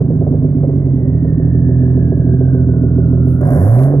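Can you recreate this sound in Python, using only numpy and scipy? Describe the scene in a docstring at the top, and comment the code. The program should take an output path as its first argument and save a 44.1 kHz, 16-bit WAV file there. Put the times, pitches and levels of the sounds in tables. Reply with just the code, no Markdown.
"""Outdoors, on the ground by a tailpipe: a six-cylinder car settles from a fast idle, then is revved.
Each firing thumps the silencer and rings the pipe's modes; unequal cylinders give a lope, and
late-burning fuel the odd burble. Under throttle the gas rasps, hisses in puffs and cracks.
A breathy whistle sinks slowly and rises with the revs, valves tick, a small bird chirps far off."""
import sys
import numpy as np
from scipy import signal
from scipy.fft import rfft, irfft
from scipy.io import wavfile
from scipy.ndimage import uniform_filter1d, minimum_filter1d, map_coordinates

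SR = 44100
rng = np.random.default_rng(int(sys.argv[2]) if len(sys.argv) > 2 else 0)


def inscribe(sig):
    """Save sig as 16-bit PCM at rate SR to the path in sys.argv[1].

    A 1-D sig is mono; a 2-D sig holds one channel per row.
    Samples are clipped to [-1, 1] before scaling.
    """
    pcm = np.round(np.clip(np.atleast_2d(sig).T, -1, 1) * 32767)
    wavfile.write(sys.argv[1], SR, pcm.astype(np.int16))


N = 176400
TIME_S = np.arange(N) / SR
LEAN_LEFT_DB = [[2.5], [-2.5]]


def from_db(db):
    """Decibels to gain."""
    return 10 ** (np.asarray(db) / 20)


def rms_one(x):
    """Scale to rms 1."""
    return x / np.sqrt(np.mean(x ** 2) + 1e-20)


def evened(x, span_s):
    """Hold the running rms at 1."""
    return x / np.sqrt(np.abs(uniform_filter1d(x * x, int(span_s * SR))) + 1e-20)


def in_time(rows):
    """Each column of a curve, at every sample."""
    s, *columns = np.transpose(rows)
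    return [np.interp(TIME_S, s, c) for c in columns]


def butter(x, hz, kind, order=2):
    """Butterworth filter."""
    return signal.sosfilt(signal.butter(order, hz, kind, fs=SR, output="sos"), x)


def noise(spectrum):
    """Noise of a given spectrum, rolled off past its ends, rms 1."""
    hz, db = np.transpose(spectrum)
    log_hz = np.log(np.maximum(np.arange(N // 2 + 1) * SR / N, 1))
    beyond = np.maximum(np.log(hz[0]) - log_hz, 0) + np.maximum(log_hz - np.log(hz[-1]), 0)
    gain = from_db(np.interp(log_hz, np.log(hz), db) - 47 * beyond)
    return rms_one(irfft(rfft(rng.standard_normal(N)) * gain, N))


def direct(x, lag_s=0.00018):
    """Direct sound in stereo: later and louder on the right."""
    late = map_coordinates(x, [np.arange(N) - lag_s * SR], order=3, mode="nearest")
    return np.array([from_db(-1.89) * x, from_db(1.5) * late])


def wide_noise(spectrum, width=0.88):
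    """Direct noise plus a share scattered by the ground and the car's underside."""
    straight = np.sqrt(1 - width ** 2) * direct(noise(spectrum))
    return straight + width * np.array([noise(spectrum), noise(spectrum)])


def clicks(s, db):
    """One click for each time."""
    return np.bincount(np.clip(s * SR, 0, N).astype(int), from_db(db), N + 1)[:N]


def bursts(s, db, rise_s):
    """Envelopes that swell to the given peaks and die away."""
    age = np.arange(SR // 5) / SR / rise_s
    return signal.fftconvolve(clicks(s, db), age * np.exp(1 - age))[:N]


def resonate(x, modes):
    """Parallel resonances of alternating sign."""
    out = 0
    for k, (hz, width_hz, db) in enumerate(modes):
        r = np.exp(-np.pi * width_hz / SR)
        ring = signal.lfilter([1, 0, -1], [1, -2 * r * np.cos(2 * np.pi * hz / SR), r * r], x + 1e-18)
        out = out + (-1) ** k * from_db(db) * (1 - r * r) / 2 * ring
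    return out


# Each row: time in seconds, firings per second.
FIRING_RATE = [(0.0, 55.42), (0.25, 52.5), (0.5, 49.13), (0.75, 46.82), (0.95, 43.13), (1.2, 40.38),
               (1.35, 38.94), (1.55, 41.51), (1.9, 42.49), (2.13, 40.28), (2.45, 43.62), (2.75, 40.94),
               (3.06, 40.95), (3.27, 42.8), (3.4, 41.32), (3.45, 50.15), (3.6, 90.06), (3.7, 111.98),
               (3.82, 135.84), (3.92, 145.78), (4.0, 132.86)]


def crankshaft():
    """Firing rate in Hz and the running count of firings."""
    firing_hz = in_time(FIRING_RATE)[0]
    return firing_hz, np.cumsum(firing_hz) / SR


# Firing order. Each row: place in the period (0-1), then thump, low ring, high ring in relative dB.
CYLINDER_PULSES = [(.28, 0.5, -8.5, -9), (.282, -3, -3.5, -2.5), (.29, 2.15, -9, -1.5),
                   (.285, -3.5, -11, -9), (.27, -0.5, 1.5, -10), (.265, -2, -10.5, 5)]
# Each row: time in seconds, factor on the unevenness of timing and thump.
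LOPE_DEPTH = [(0, 1.87), (1.1, 1.68), (1.5, 0.82), (3.4, 0.72), (3.52, 0.42), (3.88, 0.58), (3.95, 1.2)]
# Each row: mode frequency in Hz, width in Hz, relative gain in dB.
SILENCER_MODES = [(79.7, 20, -6), (136.07, 17.7, 5.5), (161.3, 26, -2)]
PIPE_LOW_MODES = [(253.9, 9.2, 4), (292.2, 28, -5.5)]
PIPE_HIGH_MODES = [(376.3, 12, 6), (415.5, 66, -6), (512, 30, -12), (566, 11, -12), (657.5, 17, -10),
                   (775, 13, -23.5), (990, 54, -25)]
# Each row: time in seconds, then thump, low ring, high ring in dB before trim.
EXHAUST_LEVELS = [(0, -12.5, -24.5, -31), (.3, -11.5, -20, -27), (.8, -12, -22, -30),
                  (1.25, -12, -22, -32.5), (1.55, -9.5, -19.5, -30.5), (1.9, -9.5, -22.5, -26),
                  (2.1, -11.5, -20, -26.5), (2.4, -9, -21.5, -23.5), (2.7, -11, -20, -28),
                  (3.28, -9.5, -21, -26), (3.39, -13, -23, -38), (3.44, -10.5, -24, -25.5),
                  (3.55, -10.5, -20, -26), (3.75, -4.5, -26, -26), (3.92, -11.5, -17, -25.5),
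                  (4, -7.5, -28, -28)]


def exhaust(crank, jitter_s=0.000093, thump_scatter_db=2.8, ring_scatter_db=4, low_lag_s=0.0023):
    """Each cylinder's pulse thumps the silencer and rings the pipe."""
    firing = np.arange(int(crank[-1]))
    place, thump_db, low_db, high_db = np.array(CYLINDER_PULSES)[firing % len(CYLINDER_PULSES)].T
    chance = rng.standard_normal((len(firing), 4)).T
    lope = np.interp(firing, crank, in_time(LOPE_DEPTH)[0])
    fires_at = firing + place.mean() + lope * (place - place.mean())
    s = np.interp(fires_at, crank, TIME_S) + jitter_s * lope * chance[0]
    thump = resonate(clicks(s, lope * (thump_db + thump_scatter_db * chance[1])), SILENCER_MODES)
    low = resonate(clicks(s + low_lag_s, low_db + ring_scatter_db * chance[2]), PIPE_LOW_MODES)
    high = resonate(clicks(s, high_db + ring_scatter_db * chance[3]), PIPE_HIGH_MODES)
    thump = evened(butter(thump, 194, "low", order=4), span_s=0.037)
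    low = evened(butter(low, [170, 430], "band", order=3), span_s=0.17)
    high = evened(butter(high, [290, 884], "band", order=3), span_s=0.22)
    trim_db = np.array([[-0.5], [1], [-0.5]])
    thump_gain, low_gain, high_gain = from_db(in_time(EXHAUST_LEVELS) + trim_db)
    return direct(thump_gain * thump + low_gain * low + high_gain * high)


# Each row: time in seconds, level in dB before pulsing.
RASP_LEVEL = [(0, -40), (.7, -40.5), (.85, -42.5), (1.3, -41), (3.405, -40), (3.412, -27), (3.52, -22.5),
              (3.8, -22.5), (3.94, -29.5), (4, -37.5)]
HISS_LEVEL = [(3.39, -81.5), (3.412, -59.5), (3.47, -47), (3.63, -44.5), (3.7, -46.5), (3.85, -47),
              (3.91, -61.5), (4, -71.5)]
# Each row: frequency in Hz, relative level in dB.
RASP_SPECTRUM = [(150, -13.5), (400, -6), (560, 12), (740, 3), (860, -12), (1020, -4.5), (1270, -13.5),
                 (1420, -11), (1650, -11.5), (2000, -19.5), (2500, -35.5), (3500, -49.5), (6000, -62)]
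HISS_SPECTRUM = [(1800, -33.5), (3000, -20.5), (4200, -19.5), (5200, -6.5), (6800, -5), (8500, -4),
                 (10000, 6), (12500, 1), (14300, -2), (15700, -12.5)]


def gas_puffs(crank, firing_hz, scatter_db=2.5, merge_hz=170):
    """Turbulent gas rasps and hisses, one puff per firing; steady flow takes over near merge_hz."""
    place, rise, decay = 0.33, 0.069, 0.11  # firing periods
    firing, age = np.divmod(crank + 1 - place, 1)
    strength = from_db(scatter_db * rng.standard_normal(N // 100))[firing.astype(int)]
    puffs = strength * np.exp(-age / decay) * (1 - np.exp(-age / rise)) ** 2
    flow = evened((firing_hz / merge_hz) ** 3 + puffs, span_s=0.15)
    throb = 1 + 0.36 * np.cos(2 * np.pi * (age - decay))
    rasp = from_db(in_time(RASP_LEVEL)[0]) * throb * wide_noise(RASP_SPECTRUM, width=0.4)
    hiss = from_db(in_time(HISS_LEVEL)[0]) * flow * wide_noise(HISS_SPECTRUM)
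    return rasp + hiss * from_db(LEAN_LEFT_DB)


# Each row: start in seconds, peak in dB.
BURBLE_EVENTS = [(0.004, -21.5), (0.101, -24.5), (0.215, -22), (0.264, -19), (0.329, -23), (0.629, -18.5),
                 (0.689, -24.5), (1.049, -28), (1.247, -27.5), (3.634, -27), (3.934, -17.5)]
# Each row: frequency in Hz, relative level in dB.
BURBLE_SPECTRUM = [(200, -46), (350, 0), (470, 8.5), (680, -6), (900, -21.5), (1600, -37.5), (3000, -55.5)]


def burbles():
    """Late-burning fuel pops softly."""
    s, db = np.transpose(BURBLE_EVENTS)
    return direct(bursts(s, db, rise_s=0.008) * noise(BURBLE_SPECTRUM))


# Each row: start in seconds, peak in dB before trim.
CRACK_EVENTS = [(3.6914, -45.5), (3.737, -44), (3.7483, -40.5), (3.7906, -34.5), (3.8156, -51),
                (3.8352, -35.5)]
# Each row: frequency in Hz, relative level in dB.
CRACK_SPECTRUM = [(1200, -15.5), (2000, 3.5), (3200, -7), (5000, -14), (9000, -21.5)]


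def cracks(trim_db=3.5):
    """Sharp cracks in the pipe at high revs."""
    s, db = np.transpose(CRACK_EVENTS)
    return bursts(s, db + trim_db, rise_s=0.00045) * wide_noise(CRACK_SPECTRUM)


# Each row: time in seconds, pitch in Hz, level in dB.
WHISTLE_GLIDE = [(0, 2321, -78), (.6, 2150, -62), (1, 1932, -57), (1.4, 1794, -50), (2.15, 1655, -48.5),
                 (2.7, 1481, -49), (3.2, 1379, -49), (3.4, 1400, -46.5), (3.55, 1648, -46.5),
                 (4, 1772, -74)]


def whistle(half_width_hz=75):
    """A gliding band of breathy noise, probably from the idle air passage."""
    hz, db = in_time(WHISTLE_GLIDE)
    a, b = butter(rng.standard_normal((2, N)), half_width_hz, "low")
    phase = 2 * np.pi * np.cumsum(hz) / SR
    return direct(from_db(db) * rms_one(a * np.cos(phase) + b * np.sin(phase)))


# Each row: frequency in Hz, relative level in dB.
TICK_SPECTRUM = [(2000, -15), (5000, -19.5), (8000, -22.5), (10000, -4), (12000, -7.5), (14000, -10)]


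def valves(crank, level_db=-76, scatter_db=6):
    """Valves tick once every two firings."""
    s = np.interp(np.arange(1.45, crank[-1], 2), crank, TIME_S)
    db = level_db + scatter_db * rng.standard_normal(len(s))
    return bursts(s, db, rise_s=0.0015) * wide_noise(TICK_SPECTRUM) * from_db(LEAN_LEFT_DB)


# Each row: time in seconds, level in dB.
AIR_LEVEL = [(2.08, -93.5), (2.175, -65), (2.25, -86), (2.4, -100), (3.19, -98.5), (3.275, -55),
             (3.33, -57), (3.37, -63.5), (3.5, -92.5)]
# Each row: frequency in Hz, relative level in dB.
AIR_SPECTRUM = [(1800, -19.5), (2600, 5), (4200, -6.5), (6500, -12), (8700, -19), (10200, 6.5),
                (12500, 1.5), (15500, -2)]


def air_hiss():
    """Air hisses smoothly, probably at the throttle."""
    return from_db(in_time(AIR_LEVEL)[0]) * wide_noise(AIR_SPECTRUM) * from_db(LEAN_LEFT_DB)


# Each row: start in seconds, length in seconds, first and last pitch in Hz.
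BIRD_CHIRPS = [(0.893, .1, 3460, 3300), (1.06, .04, 3400, 2900), (1.227, .05, 3440, 2810),
               (1.397, .04, 3400, 2700), (1.88, .06, 3620, 3800), (2.23, .04, 3700, 4200),
               (2.382, .05, 3720, 2900), (2.78, .04, 3550, 2730), (2.923, .05, 3700, 3800),
               (3.06, .04, 3700, 4200), (3.14, .05, 4000, 2800)]


def bird(left_db=-69.5, right_db=-73):
    """Short gliding chirps from the left."""
    out = np.zeros(N)
    for s, length_s, start_hz, end_hz in BIRD_CHIRPS:
        i, n = int(s * SR), int(length_s * SR)
        phase = 2 * np.pi * np.cumsum(np.linspace(start_hz, end_hz, n)) / SR
        out[i:i + n] += np.hanning(n) * np.sin(phase)
    return out * from_db([[left_db], [right_db]])


# Each row: frequency in Hz, relative level in dB.
RUMBLE_SPECTRUM = [(20, -5.5), (45, -13.5), (65, -1), (100, -2), (220, -2), (400, -11.5), (900, -38.5)]
OUTDOOR_SPECTRUM = [(500, -1.5), (2000, -1.5), (3200, -8), (5000, -25.5), (7500, -25.5), (11000, -24.5),
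                    (15000, -31)]


def background(rumble_db=-21.5, outdoor_db=-71.5):
    """The flow's steady rumble and the outdoor air."""
    rumble = from_db(rumble_db) * direct(noise(RUMBLE_SPECTRUM))
    return rumble + from_db(outdoor_db) * wide_noise(OUTDOOR_SPECTRUM, width=0.8)


def scene():
    """Tailpipe, engine bay and bird over the background."""
    firing_hz, crank = crankshaft()
    bed = background()
    tailpipe = exhaust(crank) + gas_puffs(crank, firing_hz) + burbles() + cracks()
    engine_bay = whistle() + valves(crank) + air_hiss()
    return tailpipe + engine_bay + bird() + bed


def record(dry, ceiling=0.97, fade_in_s=0.004, stopband_hz=16695):
    """A limiter ducks the highest peaks; the top is cut."""
    span = int(0.011 * SR)
    gain = np.minimum(1, ceiling / (np.abs(dry).max(axis=0) + 1e-9))
    held = minimum_filter1d(gain, 2 * span)
    smooth = uniform_filter1d(uniform_filter1d(held, span), span)
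    fade_in = np.minimum(1, TIME_S / fade_in_s)
    return signal.sosfilt(signal.cheby2(12, 70, stopband_hz, fs=SR, output="sos"), dry * smooth * fade_in)


dry = scene()
out = record(dry)
inscribe(out)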